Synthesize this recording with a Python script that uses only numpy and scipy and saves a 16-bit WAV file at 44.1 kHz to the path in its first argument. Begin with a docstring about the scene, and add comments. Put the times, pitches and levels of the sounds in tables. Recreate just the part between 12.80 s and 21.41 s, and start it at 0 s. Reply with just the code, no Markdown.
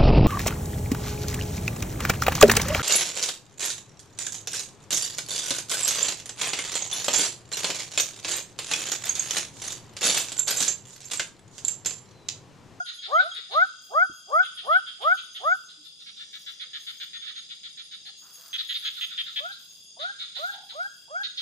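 """Night at a forest camp, heard through a pair of microphone ports. At first a small frog peeps while a near
frog whoops in a run of rising notes, its first whoop already under way at the start; a frog among the trees
whoops too, once faintly soon after, then in a late run. All along, others rattle in bouts of short pulse trains
over a drone of crickets and katydids, and close by wet leaves sizzle softly in a hot wok. Whoops are gliding
harmonics, rattles filtered clicks, insects pulsed tones and noise, sizzle noise bursts."""
import sys
import numpy as np
from scipy import signal
from scipy.fft import rfft, irfft, next_fast_len
from scipy.io import wavfile

SR = 44100
rng = np.random.default_rng(int(sys.argv[2]) if len(sys.argv) > 2 else 0)


def dump_mix(stems):
    """Bounce the given channels to the path in sys.argv[1] as a 16-bit WAV at rate SR."""
    frames = np.atleast_2d(stems).T  # one column per channel
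    limited = np.clip(frames, -1, 1)  # hard clip at full scale
    pcm = np.round(limited * 32767).astype(np.int16)
    wavfile.write(sys.argv[1], SR, pcm)


N = 379701
TIME = np.arange(N) / SR


def amp(db):
    """Turns decibels into a factor of amplitude."""
    return 10 ** (np.asarray(db) / 20)


def unit(x):
    """Scales to rms 1."""
    return x / np.sqrt(np.mean(x ** 2) + 1e-20)


def read(points, hz):
    """Reads a curve whose points are joined by straight lines in log frequency."""
    f, value = np.transpose(points)
    return np.interp(np.log(hz + 1e-6), np.log(f), value)


def add(mix, s, sound):
    """Mixes a sound in at a time in seconds; what falls before zero is lost."""
    at = round(s * SR)
    sound = sound[..., max(-at, 0):]
    part = mix[:, max(at, 0):][:, :sound.shape[-1]]
    part += sound[..., :part.shape[1]]


def colour(x, gain):
    """Filters by a function of frequency; rms 1."""
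    size = next_fast_len(x.shape[-1])
    spectrum = rfft(x, size) * gain(np.fft.rfftfreq(size, 1 / SR))
    return unit(irfft(spectrum, size)[..., :x.shape[-1]])


def band(shape, hz, width):
    """Noise in a steep resonance; rms 1."""
    noise = rng.standard_normal(shape)
    return colour(noise, lambda f: 1 / (1 + (2 * (f - hz) / width) ** 2) ** 1.5)


def drift(size, rate):
    """Slow random wandering, with rate turning points a second."""
    knots = rng.standard_normal(int(size / SR * rate) + 2)
    return np.interp(np.arange(size) / SR * rate, np.arange(len(knots)), knots)


def pair(x, alike):
    """Makes two unrelated channels partly alike (0-1)."""
    return np.array([x[0], alike * x[0] + np.sqrt(1 - alike ** 2) * x[1]])


def spells(rows, attack, release, rest_db):
    """Gain over the whole scene: each row (s, length, dB) rises, holds and dies back to a resting level."""
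    gains = []
    for s, length, db in rows:
        rise = np.clip((TIME - s) / attack, 0, 1)
        fall = np.exp(-np.maximum(TIME - s - length, 0) / release)
        gains.append(amp(db) * rise * fall)
    return np.maximum(np.max(gains, axis=0), amp(rest_db))


def ports(x, lead, left_db):
    """A point source reaches the two microphone ports with a phase lead and a balance that vary with pitch."""
    hz = np.fft.rfftfreq(N, 1 / SR)
    half = np.exp(.5j * read(lead, hz)) * amp(read(left_db, hz) / 2)
    return irfft(rfft(x) * np.array([half, 1 / half]), N)


def forest(x):
    """Sparse echoes from trunks and leaves, each band dying at its own speed."""
    # time to die by 60 dB: hz, t60_s
    decay = [(300, .3), (700, 0.73), (1400, 0.44), (3500, 0.73), (8000, 0.43)]
    # some 1800 echoes a second, none in the first 8 ms
    taps = rng.standard_normal((2, SR)) * (rng.random((2, SR)) < 1800 / SR) * (TIME[:SR] > .008)
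    hz, t, z = signal.stft(taps, SR, nperseg=256)
    tail = signal.istft(z * amp(-60 * t / read(decay, hz)[:, None]), SR, nperseg=256)[1]
    tail /= np.linalg.norm(tail, axis=1, keepdims=True)
    return signal.fftconvolve(x, tail, axes=1)[:, :N]


def whooping_frogs():
    """A near whooping voice and one among the trees: direct sound at the ports plus forest echoes."""
    # shape of one whoop: from_middle_s, pitch_hz, effort_db, roughness (0-1)
    near_note = [(-.088, 320, -30, .05), (-.068, 395, -14.5, .05), (-.047, 476, -16.5, .6),
                 (-.034, 533, -8.5, .25), (-.02, 595, -2, .02), (.025, 697, 3, .01), (.052, 753, 2.5, .01),
                 (.066, 767, -9, 0.02), (.088, 750, -22, .05)]
    far_note = [(-.06, 417, -8.5, 0.12), (-.04, 486, -20.5, 1), (-.02, 578.6, -9.5, 0.083),
                (0, 623, -4.5, 0.023), (.03, 718, 9, .02), (.06, 770, -2, .03), (0.084, 811.7, -3, .05),
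                (.11, 776, -25, .08)]
    # vocal sac and the path through the undergrowth: hz, gain_db
    near_sac = [(350, -31), (500, -10.5), (640, -9), (720, -19.5), (900, -12), (1080, -6), (1170, -2.5),
                (1290, 3), (1390, -3.5), (1505, 4), (1720, -15), (2100, -8), (2500, -19), (3300, -40)]
    far_sac = [(420, -36.5), (560, 4.5), (690, -5.5), (750, -20.5), (820, -9), (1100, -2), (1400, -0.5),
               (1550, 1), (1680, 11.5), (1850, -11), (2200, -12), (3000, -19)]
    # a run of near whoops: middle_s, level_db (before the mix below), pitch_factor
    near_rows = [(.354, -22.5, 0.99), (.779, -23, 1), (1.178, -22.5, 1.0), (1.557, -22.5, 0.99),
                 (1.916, -23, 1.002), (2.275, -23.5, 1), (2.677, -25, 1)]
    # whoops given the farther voice: the near frog's whoop cut off at the start, then the tree frog's, one
    # early and faint, the rest late: columns as above
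    far_rows = [(-.075, -26, 0.9), (.435, -44, 0.94), (6.63, -44, .99), (7.223, -40.5, 1.004),
                (7.62, -39, 1.005), (7.98, -39, 1.01), (8.337, -39, 1.02)]
    # phase lead of the left port: hz, lead_rad
    near_lead = [(520, 1.4), (630, -.5), (720, 0), (790, 1.8), (1290, 1.6), (1390, 2.4), (1490, 1.9)]
    far_lead = [(700, 1.07), (1300, 2.61)]
    # how much louder the left port is: hz, balance_db
    near_balance = [(560, 8), (745, -11.5), (1140, 7), (1290, -2.5), (1400, 4), (1520, 3)]
    far_balance = [(700, -3), (1400, 1)]

    near = whoops(near_rows, near_note, near_sac)
    far = whoops(far_rows, far_note, far_sac)
    far = far * np.minimum(TIME / .006, 1)  # 6 ms fade-in at the very start
    direct = amp(3.5) * ports(near, near_lead, near_balance)
    direct += amp(4.0) * ports(far, far_lead, far_balance)
    # the second harmonic carries farthest
    carrying = signal.butter(3, [1020, 1750], "band", fs=SR, output="sos")
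    spread = amp(-15.5) * near + amp(-9) * far
    return direct + forest(signal.sosfilt(carrying, spread) + amp(-11.5) * spread)


def whoops(rows, note, sac, hoarse_db=-7, third_db=-15, shimmer_db=.5):
    """A rising glide, hoarse early on; its harmonics sweep through the sac's peaks."""
    out = np.zeros((2, N))
    s, *columns = np.transpose(note)
    t = np.arange(s[0], s[-1], 1 / SR)
    size = len(t)
    pitch, effort_db, rough = (np.interp(t, s, c) for c in columns)
    for middle, db, factor in rows:
        hz = pitch * factor * (1 + .0015 * drift(size, 200) + .004 * drift(size, 30))
        phase = 2 * np.pi * np.cumsum(hz) / SR
        first, second, third = (amp(read(sac, k * hz)) * np.cos(k * phase) for k in range(1, 4))
        voice = first + second * amp(shimmer_db * drift(size, 90))
        # full effort brings out the third harmonic
        voice += third * amp(third_db + effort_db / 2 + 4.1 * drift(size, 90))
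        # uneven cycles put lines between the harmonics
        between = np.cos(3 / 2 * phase + drift(size, 150))
        between += np.cos(5 / 2 * phase + drift(size, 150)) / 2
        voice += rough / 2 * between
        voice += amp(hoarse_db) * rough * band(size, hz=740, width=320)
        swell = amp(db + effort_db) * (1 + 0.14 * rough * drift(size, 330))
        swell *= signal.windows.tukey(size, 1 / 10)
        add(out, middle + s[0], np.sqrt(2) * swell * voice)
    return out


def rattling_frogs(pulse_hz=268, jitter=.07, smear_db=-7, gain_db=-6.0, wet_db=-5, blur=1.2):
    """Each croak is a train of clicks in the vocal sac; foliage smears the clicks of distant frogs."""
    # colour of a croak: multiple of the sac resonance, gain_db (stretched 1.5 to 2 times with distance)
    sac_colour = [(.6, -40), (.8, -12.5), (.92, -7.5), (1.0, -2), (1.16, -7.5), (1.33, -14), (1.65, -23.5),
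                  (2.3, -54.5), (4, -91)]
    # its lower band, for a throat resonance at throat_ref_hz: hz, gain_db (stretched likewise not at all)
    low_colour = [(800, -59), (1200, -31), (1500, -5), (1720, -1), (1850, 3), (2100, 0), (2400, 0.5),
                  (2900, -11.5), (3500, -40)]
    throat_ref_hz = 1850

    direct, scattered, t = np.zeros((2, N)), np.zeros((2, N)), TIME[:6000]
    for s, length, db, sac_hz, throat_hz, low_db, distance, lead in croaks():
        rate = pulse_hz * (1 + .07 * rng.standard_normal() + jitter * drift(len(t), 200))
        turns = np.cumsum(rate) / SR
        # distant croaks swell and fade more gently
        swell = np.sin(np.pi * np.clip(t / (length * 1.166), 0, 1)) ** (1 / 4 + blur * distance ** 2)
        # one click a turn, each of its own strength
        clicks = np.diff(np.floor(turns), prepend=0) * swell * amp(rng.standard_normal(len(t)))
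        leaves = rng.standard_normal((2, 1500)) * np.exp(-t[:1500] / (.003 + .009 * distance))
        leaves *= (amp(smear_db) + distance) / np.linalg.norm(leaves[0])
        leaves[:, 0] += 1 - distance  # the unsmeared click
        drive = signal.fftconvolve(clicks[None], leaves, axes=1)[:, :len(t)]
        # from afar, little but the sac's main resonance is heard
        stretch = 1.5 + distance ** 2 / 2
        croak = colour(drive, lambda f: amp(read(sac_colour, f / sac_hz) * stretch))
        low = colour(drive, lambda f: amp(read(low_colour, f * throat_ref_hz / throat_hz)))
        croak += amp(low_db) * low
        # the throat's low resonance sinks and swells as the croak ends
        progress = np.clip(t / (length * 1.3), 0, 1)
        sinking = np.cos(2 * np.pi * np.cumsum(1560 - 300 * progress) / SR)
        sinking *= progress * np.sin(np.pi * progress)
        croak += amp(low_db) * distance * unit(sinking * band((2, len(t)), hz=30, width=140))
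        croak *= amp(db + gain_db) * np.sqrt(len(t) / SR / length)
        croak[1] = np.roll(croak[1], round(lead))
        add(direct, s, croak)
        add(scattered, s, croak * (0.32 + 0.94 * distance))
    return direct + amp(wet_db) * forest(scattered)


def croaks():
    """Within a bout croaks start evenly and the last ones drift late or early; their level follows one arc."""
    # bouts, one frog each: first_croak_s, last_croak_s, gap_s, croak_length_s,
    # opening_db, middle_db, closing_db (before the rattle's gain), sac_hz, throat_hz,
    # lower_band_db, distance (0-1), left_lead_samples (rounded when used)
    bouts = [(-.108, .704, .1625, .056, -38.5, -38, -37.5, 3590, 1850, -13, 0.61, 9.5),
             (1.619, 2.54, .145, 0.047, -41.5, -41, -41, 3307, 1850, -16.5, 0.75, 8),
             (2.875, 3.354, .154, 0.045, -52.5, -52, -50, 3590, 1850, -21, 1, 6),
             (3.257, 4.46, .1345, 0.045, -47.5, -39, -41, 3490, 1760, -11.5, 0.36, 6.5),
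             (4.412, 5.25, .139, .046, -43, -42.5, -45, 3520, 1790, -14.5, 0.42, 6),
             (5.727, 6.557, 0.16, .04, -34.5, -33, -33, 3310, 1960, -13, 0.23, -3),
             (5.78, 5.939, .158, 0.0342, -34, -34, -35, 3550, 1900, -17, .38, -1.5),
             (6.011, 6.448, 0.14, 0.046, -42, -43, -43, 3600, 1850, -13.5, 0.96, 8),
             (6.703, 6.703, 0.14, .042, -47, -46.5, -46, 3770, 1850, -27, 0.8, 6.5),
             (7.185, 7.54, .197, 0.0587, -37.5, -36.5, -36, 3570, 1850, -15.5, 0.74, 8),
             (7.715, 7.886, 0.18, 0.037, -46.5, -46.5, -46.5, 3564, 1850, -15.5, 0.67, 7.5),
             (8.43, 8.571, .142, 0.038, -35.5, -36.5, -36, 3650, 1900, -17, 0.34, 8)]
    bend = 6  # the shift off the even pace grows by this power of the bout's progress
    chance_db = .4  # random spread of a croak's strength
    for first, last, gap, length, opening_db, middle_db, closing_db, *voice in bouts:
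        steps = round((last - first) / gap)
        shift = last - first - steps * gap
        for progress in np.linspace(0, 1, steps + 1):
            db = np.interp(progress, [0, .5, 1], [opening_db, middle_db, closing_db])
            db += chance_db * rng.standard_normal()
            s = first + steps * gap * progress + shift * progress ** bend
            yield s, length, db, *voice


def peeping_frog():
    """A small frog's short, nearly pure peeps: narrow noise in one resonance."""
    # peeps: time_s (8 ms after the onset), level_db (before gain_db), pitch_hz
    peeps = [(.058, -45.5, 3250), (.19, -43.5, 3270), (.355, -43, 3190), (.52, -40, 3290)]
    return chirps(peeps, width_hz=140, rise=0.017, gain_db=1.0)


def chirps(rows, width_hz, rise, gain_db):
    """Brief narrow-band noises that swell and fade, alike at both ports."""
    out, t = np.zeros((2, N)), TIME[:9000]
    shape = (t / rise) * np.exp(1 - t / rise)
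    for s, db, hz in rows:
        add(out, s - .008, amp(db + gain_db) * shape * band(len(t), hz, width_hz))
    return out


def wok(snap_decay=0.0016, pops_per_s=60, pop_db=9):
    """Tiny steam bursts come in clumps as wet leaves touch the metal; a few pop louder, and stalks snap."""
    # frying leaves: hz, relative_db
    sizzle_colour = [(60, -34.5), (200, -14.5), (500, -11), (900, -3), (2200, -4.5), (4000, 7), (7000, 3),
                     (10000, 0.5), (15000, 7.5)]
    # each stir presses wet leaves on the hot metal: start_s, length_s, gain_db (on sizzle and pops)
    stirs = [(.28, .1, -72), (.72, 0.11, -74), (1.0, .17, -67), (1.28, .3, -77), (2.23, 0.16, -72),
             (2.62, 0.2, -70), (2.95, .3, -80), (3.5, 0.22, -69), (3.95, .32, -68), (5.36, .16, -62),
             (5.5, .35, -57), (5.9, .35, -58), (6.3, 0.444, -67.5), (6.76, 0.21, -63.5),
             (7.56, 0.15, -59.5), (7.8, 0.43, -69.5)]
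    # leaf stalks snap under the spoon: start_s, level_db (before a lift of 3.5 dB)
    snaps = [(1.023, -51), (1.501, -50.5), (3.558, -54.5), (5.681, -45), (5.741, -43), (6.925, -50),
             (7.589, -55), (8.031, -52), (8.241, -57)]

    size_db = 3.5 * np.minimum(rng.exponential(1, (2, N)), 5) + 3 * drift(N, 16)
    bursts = rng.standard_normal((2, N)) * amp(size_db) * (rng.random((2, N)) < 5000 / SR)
    sizzle = amp(5.5) * colour(pair(bursts, alike=.93), lambda f: amp(read(sizzle_colour, f)))
    pops = (rng.random(N) < pops_per_s / SR) * amp(3 * rng.standard_normal(N))
    pop_swell = signal.fftconvolve(pops, np.exp(-TIME[:400] / .0007))[:N]
    crackle = pop_swell * band((2, N), hz=5500, width=8000)
    stirring = spells(stirs, attack=.036, release=.04, rest_db=-87.5)  # between stirs it simmers
    out = (sizzle + amp(pop_db) * crackle) * stirring
    for s, db in snaps:
        snap = band(900, hz=7030, width=9300) * np.exp(-TIME[:900] / snap_decay)
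        add(out, s, amp(db + 3.5) * snap)
    return out


def bumps():
    """Dull, short knocks and rubs, and the faint ring of the wok, all bands of noise that swell and fade."""
    # the cook's soft bumps and spoon scrapes, and a faint ring of the wok near 775 Hz: start_s, level_db, hz,
    # width_hz, length_s (the peak is at a quarter of it, the end at twice it)
    knocks = [(0.585, -59, 464, 181, 0.017), (1.292, -52, 80, 70, 0.032), (1.293, -48.5, 260, 309, 0.029),
              (2.968, -63.5, 303, 23.2, 0.074), (5.25, -68, 775, 80, .1), (5.406, -62.5, 1300, 930, 0.2),
              (5.549, -62, 1340, 794, 0.38), (7.708, -49, 790, 150, .17)]
    # the wok's modes: hz, width_hz, relative_db, length_s (as above)
    modes = [(506, 19, -2, 0.063), (670, 5.7, -1, .16)]
    # the spoon's touches that make it ring: start_s, level_db
    touches = [(3.85, -75), (5.575, -65.5)]

    out = np.zeros((2, N))
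    rings = [(s, db + mode_db, hz, width, length)
             for s, db in touches for hz, width, mode_db, length in modes]
    for s, db, hz, width, length in knocks + rings:
        u = TIME[:round(2 * length * SR)] / (length / 4)
        swell = u * np.exp(1 - u) * signal.windows.tukey(len(u), 1 / 10)
        add(out, s, amp(db) * band(len(u), hz, width) * swell)
    return out


def wingbeats(size, rate, depth):
    """Level swings once for every stroke of the wings; rms 1."""
    turns = np.cumsum(rate * (1 + .04 * drift(size, 8))) / SR
    return unit(1 + depth * np.cos(2 * np.pi * turns))


def chorus():
    """Many far insects blur into pulsing bands of noise; one katydid band comes and goes."""
    # chorus bands: hz, width_hz, level_db, pulses_per_s, pulse_depth (0-1)
    bands = [(2750, 140, -69, 33, 0.4), (3323, 200, -60.5, 41, .5), (4817, 260, -55.5, 140, 0.1),
             (4996, 500, -59.5, 17, 0.3), (5310, 350, -63.5, 42, 0.1), (9290, 770, -67.5, 55, 0.1)]
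    # long katydid buzzes: start_s, length_s, level_db (before a cut of 3 dB)
    buzzes = [(-.2, .35, -51), (.5, 1.24, -54.5), (2.15, 0.61, -54), (3.3, 4.3, -56), (6.9, 0.88, -55),
              (8.2, 0.42, -53.5)]
    out = sum(amp(db) * band((2, N), hz, width) * wingbeats(N, rate, depth)
              for hz, width, db, rate, depth in bands)
    katydid = band((2, N), hz=6520, width=430) * wingbeats(N, rate=31, depth=0.34)
    katydid = katydid * spells(buzzes, attack=.23, release=.077, rest_db=-61)
    return pair(out, alike=0.089) + amp(-3.0) * pair(katydid, alike=0.3)


def crickets(fuzz_db=-11):
    """Single crickets: a pulsed tone with a narrow haze of echoes round it."""
    # single trills: start_s, end_s, pitch_hz, level_db, pulses_per_s, pulse_depth (0-1)
    trills = [(0.749, 1.692, 3252, -58.5, 34, 0.5), (.8, 1.657, 3545, -69.5, 33, .4),
              (1.603, 2.56, 9340, -67.5, 52, 0.2), (2.65, 3.242, 3470, -64.5, 47, 0.01),
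              (3.181, 3.825, 5740, -61.5, 12, .15), (6.752, 7.602, 3540, -62, 34, 0),
              (6.999, 8.297, 9331, -71.5, 52, 0.06), (7.498, 8.56, 3278, -61.5, 26, 0.84)]
    out = np.zeros((2, N))
    for start, end, hz, db, rate, depth in trills + refrains():
        size = round(max(end - start, .05) * SR)
        tone = np.sqrt(2) * np.sin(2 * np.pi * np.cumsum(hz + 5 * drift(size, 30)) / SR)
        trill = tone + amp(fuzz_db) * band((2, size), hz, width=90)
        swell = wingbeats(size, rate, depth) * signal.windows.tukey(size, .15)
        add(out, start, amp(db) * trill * swell)
    return out


def refrains():
    """One high cricket repeats its trill all along, alike but for a slight change of pitch."""
    # start_s of each trill
    starts = [.23, .8, 1.37, 2.02, 2.67, 3.33, 3.97, 4.59, 5.279, 6.15, 6.731, 7.33, 8.0]
    length_s, pitch_hz, spread_hz = .43, 7380, 20
    level_db, pulses_per_s, depth = -68.5, 49, .6
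    return [(s, s + length_s, pitch_hz + spread_hz * rng.standard_normal(), level_db, pulses_per_s, depth)
            for s in starts]


def phrases(rows, gap, hz, spread_hz):
    """Evenly spaced chirps (s, dB, Hz) about a gap apart, each a little off the insect's pitch."""
    return [(s, db, hz + spread_hz * rng.standard_normal())
            for one_end, other_end, db in rows
            for s in np.linspace(one_end, other_end, round(abs(other_end - one_end) / gap) + 1)]


def low_chirper():
    """The lower insect chirps in phrases: noise in a wing resonance."""
    # phrases: first_chirp_s, last_chirp_s (each 8 ms after the onset), level_db (before gain_db)
    low_rows = [(.17, 0.5, -51.5), (1.332, 1.332, -50.5), (2.35, 2.845, -51), (3.993, 4.56, -50.5),
                (5.381, 6.209, -47), (6.889, 7.06, -51), (7.919, 8.1, -54.5)]
    rows = phrases(low_rows, gap=.167, hz=6535, spread_hz=80)
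    return chirps(rows, width_hz=260, rise=0.024, gain_db=-3.0)


def high_chirper():
    """The higher insect chirps in quicker phrases: noise in a wider wing resonance."""
    # phrases: one_end_s, other_end_s (either may come first; 8 ms after the onset),
    # level_db (before gain_db)
    high_rows = [(.047, 0.14, -49.5), (.445, 0.54, -53), (.738, 0.79, -55), (1.241, 1.38, -53.5),
                 (1.542, 1.96, -49.5), (2.22, 2.75, -52.5), (4.092, 4.03, -55), (4.906, 5.5, -58),
                 (5.533, 5.533, -48), (5.977, 5.88, -46.5), (6.395, 6, -55), (6.723, 7.04, -54.5)]
    rows = phrases(high_rows, gap=.113, hz=10820, spread_hz=200)
    return chirps(rows, width_hz=730, rise=0.017, gain_db=-7.5)


def faint_chirpers(count=50, db=-64, spread_db=3):
    """More insects, farther off, chirp at random times, levels and pitches."""
    when, loud, high = rng.random((count, 3)).T
    rows = np.transpose([when * N / SR, db + spread_db * (2 * loud - 1), 10200 + 1300 * high])
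    return chirps(rows, width_hz=390, rise=0.011, gain_db=-2.0)


def air():
    """Low murmur of the burner under the faint hiss of the forest: coloured noise, wavering slightly."""
    # night air and the stove: hz, relative_db
    air_colour = [(25, -18.5), (70, -8.5), (180, 3.5), (260, -3.5), (500, -6.5), (1000, -16.5), (2200, -17),
                  (3600, 5), (4300, -8.5), (5800, -4), (6900, -2), (8500, -8), (10000, -17), (12500, -46)]
    noise = pair(rng.standard_normal((2, N)), alike=0.58)
    return amp(-61) * colour(noise, lambda f: amp(read(air_colour, f))) * amp(.6 * drift(N, 13))


def scene():
    """Frogs and insects all round, the wok close by."""
    frogs = whooping_frogs() + rattling_frogs() + peeping_frog()
    insects = chorus() + crickets() + low_chirper()
    treble = high_chirper() + faint_chirpers()
    # the insects lean to the left port, the highest ones most
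    insects = insects * amp([[.7], [-.7]])
    treble = treble * amp([[2], [-2]])
    return frogs + wok() + bumps() + insects + treble + air()


def record(dry):
    """The recorder's band limit: a steep low-pass at 15.5 kHz."""
    lowpass = signal.firwin(511, 15500, window=("kaiser", 9), fs=SR)
    return signal.oaconvolve(dry, lowpass[None], "same")


dry = scene()
out = record(dry)
dump_mix(out)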